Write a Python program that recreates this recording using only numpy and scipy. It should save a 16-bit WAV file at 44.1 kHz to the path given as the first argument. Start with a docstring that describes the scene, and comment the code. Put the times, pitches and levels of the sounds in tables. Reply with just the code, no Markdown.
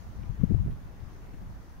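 """At a footbridge, a swollen river slides past: a soft, even rush of broadband noise, with a few
faint laps and tiny bubbles that ring as damped oscillators. A gust crosses the microphone from
the left port to the right; its turbulent pressure rumbles, and its eddies strike the ports as
brief thumps. A thin hiss lies under it all."""
import sys
import numpy as np
from scipy import signal
from scipy.fft import rfft, irfft, next_fast_len
from scipy.io import wavfile
from scipy.ndimage import uniform_filter1d, map_coordinates

SR = 44100
rng = np.random.default_rng(int(sys.argv[2]) if len(sys.argv) > 2 else 0)


def transcribe(signal):
    """Save signal, clipped to [-1, 1], as a 16-bit WAV file at the path in sys.argv[1]."""
    frames = np.atleast_2d(signal).T
    limited = np.clip(frames, -1, 1)
    pcm = np.round(limited * 32767).astype(np.int16)
    wavfile.write(sys.argv[1], SR, pcm)


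N = 79380
TIME = np.arange(N) / SR

# Spectra of the hiss and the water (frequency [Hz], relative spectral density [dB])
HISS_SPECTRUM = [(1000, -5.5), (7500, -7.5), (9000, -5), (12000, -4), (15500, -3)]
CURRENT_SPECTRUM = [(40, -10), (140, 2.9), (195, 8.4), (230, 4.62), (280, 7), (370, 1), (500, 0),
                    (750, -.5), (1000, -2.3), (1500, -6.5), (1900, -9.5), (2300, -15), (3200, -22),
                    (4500, -26), (8000, -38)]
RIPPLE_SPECTRUM = [(400, -29.5), (1200, -5.5), (2000, 9), (2900, 2), (3600, -1), (5000, -17.5), (9000, -57)]
FIZZ_SPECTRUM = [(1000, -5), (3000, -3), (4600, -2), (5600, -0.5), (6400, 0.5), (6900, -4.5), (7400, -12.5),
                 (9000, -46.5)]
# Envelopes of the hiss, the ripples near the bank and the fizz (time [s], level [dB])
HISS_ENVELOPE = [(0, -68.5), (.3, -71), (.45, -71), (.66, -69), (.8, -70.5), (1, -71), (1.25, -69.7),
                 (1.8, -70.5)]
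RIPPLE_ENVELOPE = [(0, -76), (.25, -71.5), (.45, -70.5), (.72, -74.5), (.9, -73.5), (1.33, -74), (1.5, -77),
                   (1.8, -87)]
FIZZ_ENVELOPE = [(0, -65.5), (.07, -70), (.5, -72), (.9, -73), (1.02, -72), (1.12, -69.5), (1.24, -71),
                 (1.4, -72.5), (1.52, -70.5), (1.63, -70.5), (1.72, -72.5), (1.8, -73)]
# Slow swell of the current (time [s], gain [dB])
CURRENT_SWELL = [(0, 0), (.5, 0.53), (.9, 0.03), (1.33, 1), (1.5, -1), (1.8, -0.5)]
# Likeness of the water's sound at the two ears (frequency [Hz], correlation [0-1])
WATER_CORRELATION = [(100, 0.8), (290, 0.96), (640, 0.17), (1400, 0.022), (3000, 0.14), (7000, 0.045)]
# Laps near the bank (peak time [s], relative level [dB], centre frequency [Hz], rise time [s])
BANK_LAPS = [(0.235, -54.5, 2160, 0.0038), (0.712, -57, 2640, 0.0044), (1.004, -57.5, 3220, 0.0026),
             (1.339, -58, 2000, 0.0098), (1.619, -51, 1020, 0.0034)]
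# Spectra of the wind's turbulent pressure (frequency [Hz], relative spectral density [dB])
SWAY_SPECTRUM = [(8, -12), (30, -2), (45, -7.5), (80, -9), (300, -61.5), (1000, -120)]
RUMBLE_SPECTRUM = [(10, -2), (25, -3), (50, 7), (75, 4), (110, 2), (175, -7.5), (250, -21.5), (350, -32),
                   (550, -42), (1500, -120)]
FLUTTER_SPECTRUM = [(50, -13), (105, -6.5), (180, 17.5), (260, -3.5), (380, -20.5), (520, -32.5),
                    (750, -48), (1500, -120)]
RASP_SPECTRUM = [(120, -25.5), (230, -8), (300, 5), (400, -8.5), (520, -24.5), (720, -22), (900, -37.5),
                 (2000, -120)]
# Envelope of the rumble at each port (time [s], level [dB])
RUMBLE_LEFT = [(0, -40.5), (.12, -53), (.19, -34), (.265, -39), (.31, -28.5), (.36, -42.5), (.405, -26),
               (.46, -28.5), (.49, -37), (.535, -19.5), (.575, -32.5), (.62, -24.5), (.68, -43.5),
               (.71, -30), (.76, -44.5), (.95, -48), (1.04, -36.5), (1.11, -47), (1.33, -46.5), (1.43, -39),
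               (1.6, -52), (1.8, -50)]
RUMBLE_RIGHT = [(0, -64), (.08, -40.5), (.22, -48), (.33, -46), (.47, -45.5), (.56, -38.5), (.63, -36),
                (.66, -36), (.69, -34), (.745, -35.5), (.8, -43.5), (1.05, -54), (1.3, -47), (1.4, -47.5),
                (1.5, -41), (1.6, -47.5), (1.71, -51), (1.8, -50)]
# Eddies striking the ports (time [s], thump peak [dB], centre frequency [Hz],
# Gaussian half-width [s], rasp level [dB], port [0 left, 1 right])
EDDY_STRIKES = [(0.241, -28.5, 97, 0.0061, -49, 0), (0.301, -22.5, 118, 0.0046, -51, 0),
                (.414, -21.5, 54.6, 0.0064, -47, 0), (0.439, -7, 175.6, 0.0029, -37, 0),
                (0.5013, -16.5, 147, 0.0039, -42, 0), (0.5133, -15, 200.3, 0.0061, -25.5, 0),
                (0.5475, -12.5, 95, 0.0047, -33.5, 0), (0.5641, -19, 136, 0.0056, -50, 0),
                (0.597, -17, 92, 0.011, -53, 0), (0.651, -25.5, 139.5, 0.0042, -48, 1),
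                (0.663, -17.5, 113, 0.0014, -53, 0), (0.679, -20.5, 127, 0.0061, -36, 1),
                (0.698, -21, 121, 0.002, -39, 1), (.859, -27.5, 95, 0.0032, -62, 0),
                (1.342, -28.5, 158, 0.0012, -52, 0)]


def amp(db):
    """Amplitude grows tenfold for every 20 dB."""
    return 10 ** (np.asarray(db) / 20)


def unit(x):
    """Normalisation to an rms of 1."""
    return x / np.sqrt(np.mean(x ** 2) + 1e-20)


def pan(db):
    """Interaural level difference: the left gains db and the right loses as much."""
    return amp([[db], [-db]])


def along(points, hz):
    """Interpolation of (frequency, value) points on a logarithmic frequency axis."""
    frequencies, values = np.transpose(points)
    return np.interp(np.log(hz + 1), np.log(frequencies + 1), values)


def envelope(points):
    """Linear interpolation of (time, level) points at every sample."""
    return np.interp(TIME, *np.transpose(points))


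def wobble(knots_per_s):
    """Spline interpolation of random knots gives a smooth fluctuation."""
    return map_coordinates(rng.standard_normal(400), [TIME * knots_per_s], mode="mirror")


def filtered(x, response):
    """Linear filtering multiplies the spectrum by a frequency response."""
    size = next_fast_len(N + 8192)
    return irfft(rfft(x, size) * response(np.fft.rfftfreq(size, 1 / SR)), size)[..., :N]


def rush(spectrum, correlation, patchy_db):
    """Noise with random patches of gain; its mid-to-side ratio sets the interaural correlation."""
    cells = signal.stft(rng.standard_normal((2, N)), nperseg=512)[2]
    patches = uniform_filter1d(rng.standard_normal(cells.shape[1:]), size=5, axis=0)  # over frequency
    patches = uniform_filter1d(patches, size=10, axis=1)  # over time
    pair = signal.istft(cells * amp(patchy_db * unit(patches)), nperseg=512)[1][:, :N]

    def response(hz):
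        angle = np.arccos(np.clip(along(correlation, hz), -1, 1)) / 2
        return amp(along(spectrum, hz)) * np.array([np.cos(angle), np.sin(angle)])

    mid, side = filtered(pair, response)
    return unit(np.array([mid + side, mid - side]))


def turbulence(spectrum, steady_s=0.042):
    """Random pressure fluctuation, divided by its running rms so that its level stays steady."""
    noise = unit(filtered(rng.standard_normal(N), lambda hz: amp(along(spectrum, hz))))
    span = int(steady_s * SR)
    power = uniform_filter1d(uniform_filter1d(noise ** 2, span), span // 2)
    return unit(noise / np.sqrt(np.abs(power) + 1e-6))


def hiss():
    """Thin noise, almost uncorrelated between the ears, is heard as diffuse."""
    noise = rush(HISS_SPECTRUM, correlation=[(5000, 0.0098)], patchy_db=0.5)
    return amp(envelope(HISS_ENVELOPE)) * pan(0.5) * noise


def river():
    """Incoherent sources add in power: the broad rush of the current, ripples and a fine fizz."""
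    current = amp(-55 + envelope(CURRENT_SWELL)) * rush(CURRENT_SPECTRUM, WATER_CORRELATION, 1.5)
    ripples = amp(envelope(RIPPLE_ENVELOPE)) * rush(RIPPLE_SPECTRUM, WATER_CORRELATION, 3)
    fizz = amp(envelope(FIZZ_ENVELOPE)) * rush(FIZZ_SPECTRUM, WATER_CORRELATION, 1.85)
    return pan(0.22) * current + ripples + pan(1.9) * fizz


def bubbles(count=320, typical_db=-73.5, typical_hz=1323, decay_cycles=6.5, pitch_rise=0.13):
    """Each bubble is a damped oscillator that rings for a few cycles as its pitch rises."""
    out = np.zeros((2, N + SR))
    t = np.arange(SR // 20) / SR
    starts = rng.integers(0, N, count)
    for start, (pitch, strength, side) in zip(starts, rng.standard_normal((count, 3))):
        cycles = t * typical_hz * np.exp(.45 * pitch)
        age = cycles / decay_cycles
        phase = 2 * np.pi * cycles * (1 + pitch_rise * np.tanh(age / 2))
        ring = np.sin(phase) * np.exp(-age) * (1 - np.exp(-cycles))
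        out[:, start:start + len(t)] += amp(typical_db + 2.2 * strength) * pan(side) * ring
    return out[:, :N]


def laps(log_bandwidth=0.28):
    """Each lap is a transient of band-limited noise, largely coherent between the ears."""
    out = np.zeros((2, N))
    for peak_s, db, centre_hz, rise_s in BANK_LAPS:
        age = np.maximum((TIME - peak_s) / rise_s + 1, 0)
        band = lambda hz: np.exp(-.5 * (np.log((hz + 1) / centre_hz) / log_bandwidth) ** 2)
        noise = rng.standard_normal(N) + 0.32 * rng.standard_normal((2, N))
        splash = unit(filtered(noise, band))
        out += amp(db) / 2 * (age * np.exp(1 - age)) ** 2 * splash
    return out


def wind(port_envelope, buffet_db=0.56, strong_gust_db=-24):
    """Turbulent pressure at a port: slow sway and brighter flutter follow the rumble by power laws."""
    rumble_db = envelope(port_envelope) + buffet_db * wobble(knots_per_s=21)
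    excess_db = rumble_db - strong_gust_db
    sway = amp(-38.5 + 0.39 * excess_db) * turbulence(SWAY_SPECTRUM)
    rumble = amp(rumble_db) * turbulence(RUMBLE_SPECTRUM)
    flutter = amp(-36.5 + 0.92 * excess_db) * turbulence(FLUTTER_SPECTRUM)
    return sway + rumble + flutter


def eddies(edge_hz=458, edge_half_width_s=0.002):
    """Each eddy is a Gaussian pressure pulse: a thump, a rasp of torn air and a nonlinear hard edge."""
    out = np.zeros((2, N))
    torn_air = turbulence(RASP_SPECTRUM)
    for peak_s, db, hz, half_width_s, rasp_db, port in EDDY_STRIKES:
        t = TIME - peak_s
        pulse = np.exp(-.5 * (t / half_width_s) ** 2)
        thump = amp(db) * pulse * np.cos(2 * np.pi * hz * t)
        rasp = amp(rasp_db) * pulse * torn_air
        edge_gain = amp(-5.5 + 3.03 * db)  # nearly cubic, so only the strongest eddies sound hard
        edge = edge_gain * np.exp(-.5 * (t / edge_half_width_s) ** 2) * np.cos(2 * np.pi * edge_hz * t)
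        out[port] += rasp - thump - edge
    return out


def scene():
    """Superposition: the pressures of water, hiss and wind add at each port."""
    background = river() + bubbles() + laps() + hiss()
    return background + eddies() + np.array([wind(RUMBLE_LEFT), wind(RUMBLE_RIGHT)])


def record(dry):
    """An ideal low-pass filter limits the bandwidth to 15.7 kHz."""
    return filtered(dry, lambda hz: hz < 15700)


dry = scene()
out = record(dry)
transcribe(out)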